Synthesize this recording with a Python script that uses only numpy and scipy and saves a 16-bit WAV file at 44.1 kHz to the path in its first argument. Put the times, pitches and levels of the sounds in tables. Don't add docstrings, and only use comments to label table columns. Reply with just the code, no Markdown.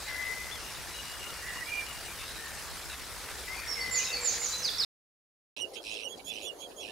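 import sys
import numpy as np
from scipy import signal
from scipy.fft import rfft, irfft, next_fast_len
from scipy.io import wavfile
from scipy.ndimage import uniform_filter1d

SR = 44100
rng = np.random.default_rng(int(sys.argv[2]) if len(sys.argv) > 2 else 0)


def invert_db(x):
    u = np.asarray(x, float) / 20
    return 10 ** u


def generate_wav(sig):
    pcm = np.round(np.clip(np.atleast_2d(sig).T, -1, 1) * 32767).astype(np.int16)
    wavfile.write(sys.argv[1], SR, pcm)


N = 304731


def evened(x):
    return x / np.sqrt(np.mean(x ** 2) + 1e-20)


def read(points, hz, axis=1):
    columns = np.transpose(points)
    return np.interp(np.log(hz + 1), np.log(columns[0] + 1), columns[axis])


def add(mix, s, sound):
    part = mix[..., round(s * SR):][..., :sound.shape[-1]]
    part += sound[..., :part.shape[-1]]


def unroll(rows):
    s, *columns = np.transpose(rows)
    t = np.arange(s[0], s[-1], 1 / SR)
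    return s[0], [np.interp(t, s, column) for column in columns]


def coloured(x, gain_db):
    size = next_fast_len(x.shape[-1])
    gain = invert_db(gain_db(np.fft.rfftfreq(size, 1 / SR)))
    return irfft(rfft(x, size) * gain, size)[..., :x.shape[-1]]


def sided(x, pan_db):
    return x * invert_db(np.array([pan_db / 2, -pan_db / 2]).reshape(2, -1))


# f/Hz, relative level/dB per Hz
FALL = [(15, -40.5), (25, -9.5), (64, -1), (247, -10), (351, -9), (424, -7.5), (472, -8), (586, -14),
        (670, -10.5), (1720, -6), (3200, -11.5), (5200, -9), (6280, -12.5), (9410, -13), (15700, -21.5)]
# f/Hz, left-right likeness (-1 to 1)
FALL_SAME = [(30, -.3), (60, .1), (150, .3), (380, .8), (950, .92), (2380, .83), (5000, .5), (7000, .62),
             (8500, .72), (10500, .66), (12500, .4), (15000, .3)]
# t/s, level/dB
FALL_SWELL = [(0, 2), (1, 1), (2, 1.5), (3, 1), (4, 2), (4.85, 2.5)]


def waterfall():
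    balance = [(60, 1.5), (500, 1.2), (15000, .1)]  # f/Hz, left-right level/dB
    body = wash(FALL, FALL_SAME, balance, patchy_db=1.77, flicker_db=2.0)
    gurgle = droplets(500, low_hz=509.7, high_hz=2800, cycles=3.8, spread_db=1.5)
    spray = droplets(980, low_hz=3500, high_hz=12000, cycles=2.5, spread_db=5.5)
    swell = invert_db(np.interp(np.arange(N) / SR, *np.transpose(FALL_SWELL)))
    water = invert_db(0.28) * body + invert_db(-13) * gurgle + invert_db(-21) * spray
    return invert_db(-43.5) * swell * water + drone(hz=57.3, width_hz=28.6, level_db=-54.5)


def wash(spectrum, same, balance, patchy_db, flicker_db):
    frames, hz = N // 128 + 5, np.fft.rfftfreq(512, 1 / SR)
    a, b, c, d, patches = rng.standard_normal((frames, 257, 5)).T
    patches = evened(uniform_filter1d(uniform_filter1d(patches, 5, 0), 16, 1))
    flicker = evened(uniform_filter1d(rng.standard_normal((frames, 257)).T, 120, 0))
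    treble = np.clip(hz / 1500, 0, 1)[:, None]
    like = np.clip(read(same, hz), -1, 1)[:, None]
    left = a + 1j * b
    right = like * left + np.sqrt(1 - like ** 2) * (c + 1j * d)
    z = np.array([left, right]) * invert_db(patchy_db * patches + flicker_db * treble * flicker)
    noise = signal.istft(z, nperseg=512, noverlap=384)[1][:, :N]
    sides = [coloured(noise[k], lambda f: read(spectrum, f) + (.5 - k) * read(balance, f))
             for k in range(2)]
    return evened(np.array(sides))


def droplets(per_s, low_hz, high_hz, cycles, spread_db, count=24):
    size = invert_db(spread_db * np.minimum(rng.exponential(1, N), 5))
    hits = size * (rng.random(N) < per_s / SR)
    kind, out = rng.integers(0, count, N), np.zeros((2, N))
    for k, hz in enumerate(np.geomspace(low_hz, high_hz, count)):
        turns = np.arange(0, 3 * cycles, hz / SR)
        tone = np.sin(2 * np.pi * turns * (1 + .03 * turns / cycles))
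        ring = tone * np.exp(-1.5 * turns / cycles) * np.minimum(turns, 1)
        pan = invert_db(rng.uniform(0.5, 2.0) * np.array([[1], [-1]]))
        out += signal.oaconvolve(hits * (kind == k), ring)[:N] * pan
    return evened(out)


def drone(hz, width_hz, level_db):
    sides = [chip(0, N / SR, hz, hz, width_hz, level_db, 0, edge=0)[1][0] for _ in range(2)]
    return np.array(sides)


# f/Hz, t60/s
HOLLOW = [(500, 0.45), (2000, 1), (4500, 1), (7000, 0.57)]


def songbirds():
    pipers, sweeper, far = piping_birds(), sweeping_bird(), blurred_birds()
    sent = invert_db(-12) * pipers + invert_db(-3) * sweeper + invert_db(-10) * far
    return pipers + invert_db(-1.5) * sweeper + far + echoes(sent, HOLLOW, start_s=.008, shared=.35)


# t/s, length/s, start f/Hz, end f/Hz, level/dB before trim
HOOKS = [(3.671, 0.072, 5560, 5110, -34.5), (3.907, 0.096, 7260, 5650, -29.5),
         (4.209, .097, 7380, 5800, -28.5), (4.389, 0.088, 7180, 5510, -31.5)]
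SLIDES = [(4.628, .072, 5660, 3285, -27.5), (4.78, .068, 5817, 3440, -26.5)]
PIPS = [(3.806, 0.034, 4570, 4400, -33), (4.045, .045, 5310, 5140, -36), (4.125, 0.047, 4620, 4265, -28.5),
        (4.52, 0.061, 4000, 4043, -33)]
# bend exponent, start level/dB, peak place (0-1), end level/dB, left-right level/dB
HOOK_SHAPE = (3.2, -10, .78, -3, -9)
SLIDE_SHAPE = (.92, -10, .35, -7, -5)
PIP_SHAPE = (1.4, -7, .3, -9, -1.5)


def sweeping_bird():
    mix = np.zeros((2, N))
    for table, shape in ((HOOKS, HOOK_SHAPE), (SLIDES, SLIDE_SHAPE), (PIPS, PIP_SHAPE)):
        for row in table:
            add(mix, *whistle(syllable(*row, *shape), flutter=.3))
    return mix


# t/s, length/s, onset f/Hz, swell/dB, level/dB
PIPES = [(0.06, 0.26, 2140, 6, -36.5), (3.754, 0.25, 2346, -2.5, -41)]
# t/s, length/s, start f/Hz, end f/Hz, level/dB before shape
PIPE_LEAD = [(3.476, 0.081, 1990, 2175, -48.5)]
# t/s, length/s, f/Hz, level/dB
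FAR_PIPES = [(.935, 0.08, 2875, -47), (1.04, .125, 2885, -51), (1.195, 0.089, 2850, -47.5),
             (1.3, 0.028, 2830, -46), (1.35, 0.077, 2815, -55), (1.455, 0.061, 2820, -50.5),
             (1.545, 0.059, 2845, -49), (1.63, 0.027, 2845, -55), (1.67, .045, 2840, -50),
             (1.73, 0.087, 2850, -49.5), (1.86, 0.06, 2870, -47.5), (1.94, .065, 2840, -53),
             (2.03, 0.055, 2850, -52)]
# t/s, length/s, start f/Hz, end f/Hz, level/dB before shape
COOS = [(3.74, .1, 473.4, 481, -58.5), (3.91, 0.12, 483, 472.5, -58.5), (4.1, .2, 489.7, 484, -54),
        (4.35, .16, 469, 503, -57.5), (4.53, 0.19, 510, 494, -61)]
# bend exponent, start level/dB, peak place (share of note), end level/dB.
# The soft peak lies past the end, so the level only sinks from +5 to +3 dB
SOFT_SHAPE = (1.2, 5, 2.5, -9.5)
FAR_SHAPE = (1.2, -5, 1, -1.5)
# t/s, length/s, top f/Hz, level/dB
CHIRP = [(.508, .075, 3510, -47)]
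ANSWER_NOTE = [(1.662, .185, 2390, -38)]
# top place (0-1), start and end pitch (shares of top), start and end level/dB, squareness
CHIRP_ARCH = (.3, .87, .83, -7, -15, 2.0)
ANSWER_ARCH = (.5, .96, .965, -9, -13, 3.)


def piping_birds():
    notes = [held(*row) for row in PIPES]
    notes += [syllable(*row, *SOFT_SHAPE, pan_db=8.5) for row in PIPE_LEAD]
    notes += [syllable(s, length, hz, hz, level_db, *FAR_SHAPE, pan_db=8.5)
              for s, length, hz, level_db in FAR_PIPES]
    notes += [syllable(*row, *SOFT_SHAPE, pan_db=0) for row in COOS]
    for table, shape, pan_db in ((CHIRP, CHIRP_ARCH, 14), (ANSWER_NOTE, ANSWER_ARCH, -7)):
        notes += [np.insert(arch(*row, *shape), 3, pan_db, axis=1) for row in table]
    mix = np.zeros((2, N))
    for rows in notes:
        add(mix, *whistle(rows, flutter=.36))
    return mix


# t/s, length/s, f/Hz, level/dB, left-right level/dB
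CHIPS = [(0, 0.097, 3920, -50.5, -4.5), (0, 0.25, 1737, -54.5, 0.5), (.6, 0.113, 2800, -54.5, 11),
         (1.234, 0.094, 1375, -51.5, 1), (1.412, .24, 1940, -44.5, -5), (1.406, .14, 1750, -51, -5),
         (1.655, .041, 3370, -59, -17), (2.259, .16, 3910, -56.5, -12), (2.361, .26, 1810, -50.5, 5),
         (0.868, .25, 3955, -54, 5.5), (3.546, .1, 2440, -48.5, 6.5), (3.554, .18, 2135, -52.5, 9),
         (3.55, 0.062, 4580, -49.5, -5), (3.61, 0.146, 1850, -51.5, 6.5), (3.97, 0.027, 2470, -46.5, -9),
         (3.98, 0.0585, 2900, -46.5, 9), (4.064, 0.12, 2650, -44, 6), (4.152, 0.11, 2330, -47.5, 5.5),
         (4.55, 0.15, 6180, -44, -5.5), (2.08, 0.058, 2390, -49, 2), (2.203, .05, 2670, -49, -2)]
# t/s, length/s, start f/Hz, end f/Hz, level/dB
GLIDES = [(2.176, 0.15, 3590, 3780, -51), (2.895, 0.064, 3910, 3570, -48),
          (2.896, 0.051, 2800, 2620, -50.5), (3.942, .04, 4420, 4780, -41.5),
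          (3.999, 0.044, 2610, 2443, -41), (4.051, 0.063, 3890, 3700, -42),
          (4.164, 0.029, 4580, 4820, -38.5), (4.262, .13, 2406, 2250, -51),
          (4.415, 0.041, 2170, 2063, -47.5), (4.479, 0.053, 6790, 7200, -42)]


def blurred_birds():
    mix = np.zeros((2, N))
    for s, *_, level_db in HOOKS[1:]:
        add(mix, *chip(s + .02, .17, 5000, 4510, 1800, level_db - 12.5, pan_db=8, edge=0.35))
    for s, length, hz, level_db, pan_db in CHIPS:
        add(mix, *chip(s, length, hz, hz, .062 * hz, level_db, pan_db))
    for s, length, start_hz, end_hz, level_db in GLIDES:
        add(mix, *chip(s, length, start_hz, end_hz, .06 * start_hz, level_db, pan_db=1.5))
    return mix


def held(s, length, onset_hz, swell_db, level_db):
    settled_hz, settle_s, rise_s, ring_s = 2028, 0.022, 0.03, .27
    t = np.linspace(0, length + ring_s, num=80)
    shape_db = np.interp(t, [0, rise_s, length, length + rise_s, length + ring_s],
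                         [-11.5 - swell_db, -swell_db, 0, -6.5, -17.5])
    hz = settled_hz + (onset_hz - settled_hz) * np.exp(-t / settle_s)
    return np.c_[s + t, hz, level_db + shape_db, 8.5 + 0 * t]


def syllable(s, length, start_hz, end_hz, level_db, bend, start_db, peak, end_db, pan_db):
    u = np.linspace(0, 1, num=24)
    hz = start_hz + (end_hz - start_hz) * u ** bend
    shape_db = np.interp(u, [0, peak, 1], [start_db, 0, end_db])
    return np.c_[s + length * u, hz, level_db + shape_db, pan_db + 0 * u]


def arch(s, length, top_hz, level_db, top, start, end, start_db, end_db, squareness):
    u = np.linspace(0, 1, num=24)
    up = np.clip(1 - u / top, 0, 1) ** squareness
    down = np.clip((u - top) / (1 - top), 0, 1) ** squareness
    hz = top_hz * (1 - (1 - start) * up - (1 - end) * down)
    return np.c_[s + length * u, hz, level_db + start_db * up + end_db * down]


def whistle(rows, flutter):
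    s, (hz, level_db, pan_db) = unroll(rows)
    drift = uniform_filter1d(uniform_filter1d(rng.standard_normal(len(hz)), 150), 150)
    wobble = 1 + flutter * evened(drift)
    hz = hz * (1 + .012 * (wobble[::-1] - 1))
    tone = np.sqrt(2) * np.sin(2 * np.pi * np.cumsum(hz) / SR) * invert_db(level_db) * wobble
    return s, sided(tone * signal.windows.tukey(len(hz), 400 / len(hz)), pan_db)


def chip(s, length, start_hz, end_hz, width_hz, level_db, pan_db, edge=0.17):
    hz = np.linspace(start_hz, end_hz, round(length * SR))
    smear = rng.standard_normal((max(16000, len(hz) + 1000), 2)) @ [1, 1j]
    lowpass = signal.butter(2, width_hz / 2, fs=SR, output="sos")
    smear = signal.sosfilt(lowpass, smear)[1000:1000 + len(hz)]
    tone = evened((smear * np.exp(2j * np.pi * np.cumsum(hz) / SR)).real)
    return s, sided(invert_db(level_db) * tone * signal.windows.tukey(len(hz), edge), np.array(pan_db))


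def echoes(x, decays, start_s, shared):
    first, taps = round(start_s * SR), np.zeros((2, SR))
    at = np.arange(first, SR - 20, 20)
    at = at + rng.integers(0, 20, (SR // 20, 2)).T[:, :len(at)]
    signs = rng.choice([-1., 1.], (SR // 20, 2)).T[:, :at.shape[1]]
    np.put_along_axis(taps, at, signs, 1)
    hz, t, z = signal.stft(taps, SR, nperseg=256)
    z = z * invert_db(-60 * t / read(decays, hz)[:, None])
    z = z + shared * z[::-1]
    tail = signal.istft(z / np.linalg.norm(z, axis=2, keepdims=True), SR, nperseg=256)[1]
    return signal.fftconvolve(x, tail / np.linalg.norm(tail[0]), axes=1)[:, :N]


# t/s, length/s, top f/Hz, level/dB before the paths, top place (0-1)
YELPS = [(5.748, 0.047, 3300, -60.5, 0.6), (5.894, 0.07, 3360, -58, .55), (6.073, 0.064, 3370, -56, .6),
         (6.239, 0.072, 3464, -52.5, 0.7), (6.331, .038, 3030, -56.5, 0.47),
         (6.413, 0.068, 3450, -53.5, 0.55), (6.579, .076, 3350, -56.5, .55),
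         (6.756, 0.074, 3365, -56.5, 0.42), (6.802, 0.055, 2910, -58.5, 0.3)]
# start and end pitch (shares of top), start and end level/dB, squareness
YELP_ARCH = (.885, .91, -10, -10, 2.5)
# t/s, length up to the closing note/s, pace of the close/s,
# level/dB and closing note level/dB, both before the paths
CHURRS = [(5.401, 0.1707, 0.025, -40.5, -31), (5.818, .19, 0.023, -41, -34),
          (6.248, 0.187, 0.024, -45, -36.5), (6.78, 0.35, .02, -47.5, -38)]
# t/s, length/s, f/Hz, level/dB before the paths, rasp share (0-1) before its limit
GRUNTS = [(5.733, 0.038, 2650, -41.5, .9), (6.171, 0.024, 2290, -46, .4), (6.595, 0.038, 2400, -52, .9),
          (6.685, 0.03, 2520, -55, .95)]
# f/Hz, left, right and late level/dB
PATHS = [(1490, -30, -33, -8), (2330, -56, -18, 7), (3290, -27, -6, 5.5), (3970, 10.5, -15, 12.5),
         (5800, -3.5, 1.5, -22), (8800, -18, 3.5, -41), (13000, -13, 6.5, -44.5)]


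def terns():
    voice = np.zeros(N)
    for row in YELPS:
        add(voice, *yelp(arch(*row, *YELP_ARCH)))
    for rows in [churr_shape(*row) for row in CHURRS] + [grunt_shape(*row) for row in GRUNTS]:
        add(voice, *churr(rows))
    left, right, late = (coloured(voice, lambda f: read(PATHS, f, axis=k)) for k in (1, 2, 3))
    add(right, .021, late)
    mix = np.array([left, right])
    add(mix, *chip(6.883, .025, 1800, 1760, width_hz=90, level_db=-59, pan_db=-8))
    decays = [(2500, .12), (8000, .12)]  # f/Hz, t60/s
    return mix + invert_db(-17) * echoes(mix, decays, start_s=.004, shared=.2)


def stack(hz, partials_db):
    turns = np.cumsum(hz) / SR
    return sum(invert_db(level_db) * np.sqrt(2) * np.sin(2 * np.pi * (k + 1) * turns)
               for k, level_db in enumerate(partials_db))


# level/dB, the third and fourth before the loudness tilt
YELP_PARTIALS_DB = (9, 6.5, -4, -13)


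def yelp(rows):
    s, (hz, level_db) = unroll(rows)
    hoarse = evened(uniform_filter1d(rng.standard_normal(len(hz)), 90))
    hz = hz * (1 + .006 * hoarse)
    richer_db = .5 * (level_db.max() + 59)
    partials_db = [db + max(k - 1, 0) * richer_db for k, db in enumerate(YELP_PARTIALS_DB)]
    return s, stack(hz, partials_db) * invert_db(level_db) * signal.windows.tukey(len(hz), .25)


CHURR_PARTIALS_DB = (-4, -10, -13, -32)
# f/Hz, relative level/dB per Hz
RASP = [(1800, -22), (2400, -2.5), (3000, 4), (3600, -6), (4500, -10.5), (5300, -0.5), (6800, -17.5),
        (8700, -9.5), (10500, -15), (12500, -36), (16000, -50)]


def churr(rows):
    s, (hz, level_db, depth, rasp) = unroll(rows)
    drift = evened(uniform_filter1d(rng.standard_normal((SR // 2, 2)).T, 500, 1))[:, :len(hz)]
    beats = np.cumsum(107.3 * (1 + .03 * drift[0])) / SR
    strength = invert_db(0.62 * rng.standard_normal(60)[beats.astype(int)])
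    beat = np.sin(np.pi * beats) ** 2 * strength
    hz = hz * (1 - .02 * depth * np.sin(2 * np.pi * beats))
    chopped = np.clip(depth, 0, 1)
    throb = 1 + chopped * (2.4 * beat ** 1.8 - 1)
    hiss = evened(coloured(rng.standard_normal(SR // 2), lambda f: read(RASP, f)))[:len(hz)]
    rasp = np.clip(rasp, 0, 1 - .62 * chopped)
    partials_db = [db - 4.3 * k * depth for k, db in enumerate(CHURR_PARTIALS_DB)]
    tone = stack(hz * (1 + 0.0235 * depth * drift[1]), partials_db)
    voice = np.sqrt(1 - rasp) * tone * throb
    voice += np.sqrt(rasp) * hiss * (.3 + .7 * throb)
    return s, voice * invert_db(level_db) * signal.windows.tukey(len(hz), 300 / len(hz))


def churr_shape(s, length, pace, level_db, close_db):
    hz, depth, rasp = 2634, .88, .38
    end = s + length
    return [(s, .97 * hz, level_db - 12, depth, rasp),
            (s + 0.0345, hz, level_db, depth, rasp),
            (end, hz, level_db - 3.0, depth, rasp),
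            (end + 0.76 * pace, 2998, close_db - 8, .75, 0),
            (end + 2.15 * pace, 2870, close_db, 0, 0),
            (end + 2.76 * pace, 2620, close_db - 22, 0, 0)]


def grunt_shape(s, length, hz, level_db, rasp):
    return [(s + u * length, hz, level_db + shape_db, .2, rasp)
            for u, shape_db in ((0, -7), (.43, 0), (1, -10.5))]


# f/Hz, relative level/dB per Hz
SURF = [(24, -49), (40, -10), (106, -22.5), (377, -0.5), (535, 0), (859, -8.5), (1250, -18), (2710, -26),
        (3300, -23), (4570, -19.5), (6160, -25), (6810, -20.5), (8110, -30), (9650, -21.5), (15500, -35)]
# f/Hz, left-right likeness (0 to 1)
SURF_SAME = [(60, 1), (180, 1), (550, 0.68), (1650, .1), (5000, 0.24), (15000, 0.44)]
# f/Hz, left-right level/dB
SURF_BALANCE = [(60, 0.0), (180, -1.5), (550, 2), (1650, -4), (4970, -2.0), (15000, -5)]


def surf():
    body = wash(SURF, SURF_SAME, SURF_BALANCE, patchy_db=3.0, flicker_db=1.0)
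    return invert_db(-48.5) * body + drone(hz=80, width_hz=54, level_db=-69.5)


def scene():
    t = np.arange(N) / SR
    cut_out_s, cut_in_s = 4.849, 5.565
    before = np.clip((cut_out_s - t) * 1000, 0, 1)
    after = np.clip((t - cut_in_s) * 1000, 0, 1)
    return before * (waterfall() + songbirds()) + after * (surf() + terns())


def low_pass(x):
    return signal.sosfilt(signal.butter(12, 16800, fs=SR, output="sos"), x)


def record(dry):
    lowpass = signal.firwin(511, 15780, window=("kaiser", 9), fs=SR)
    mix = signal.oaconvolve(dry, lowpass[None], "same")
    return low_pass(mix)


dry = scene()
out = record(dry)
generate_wav(out)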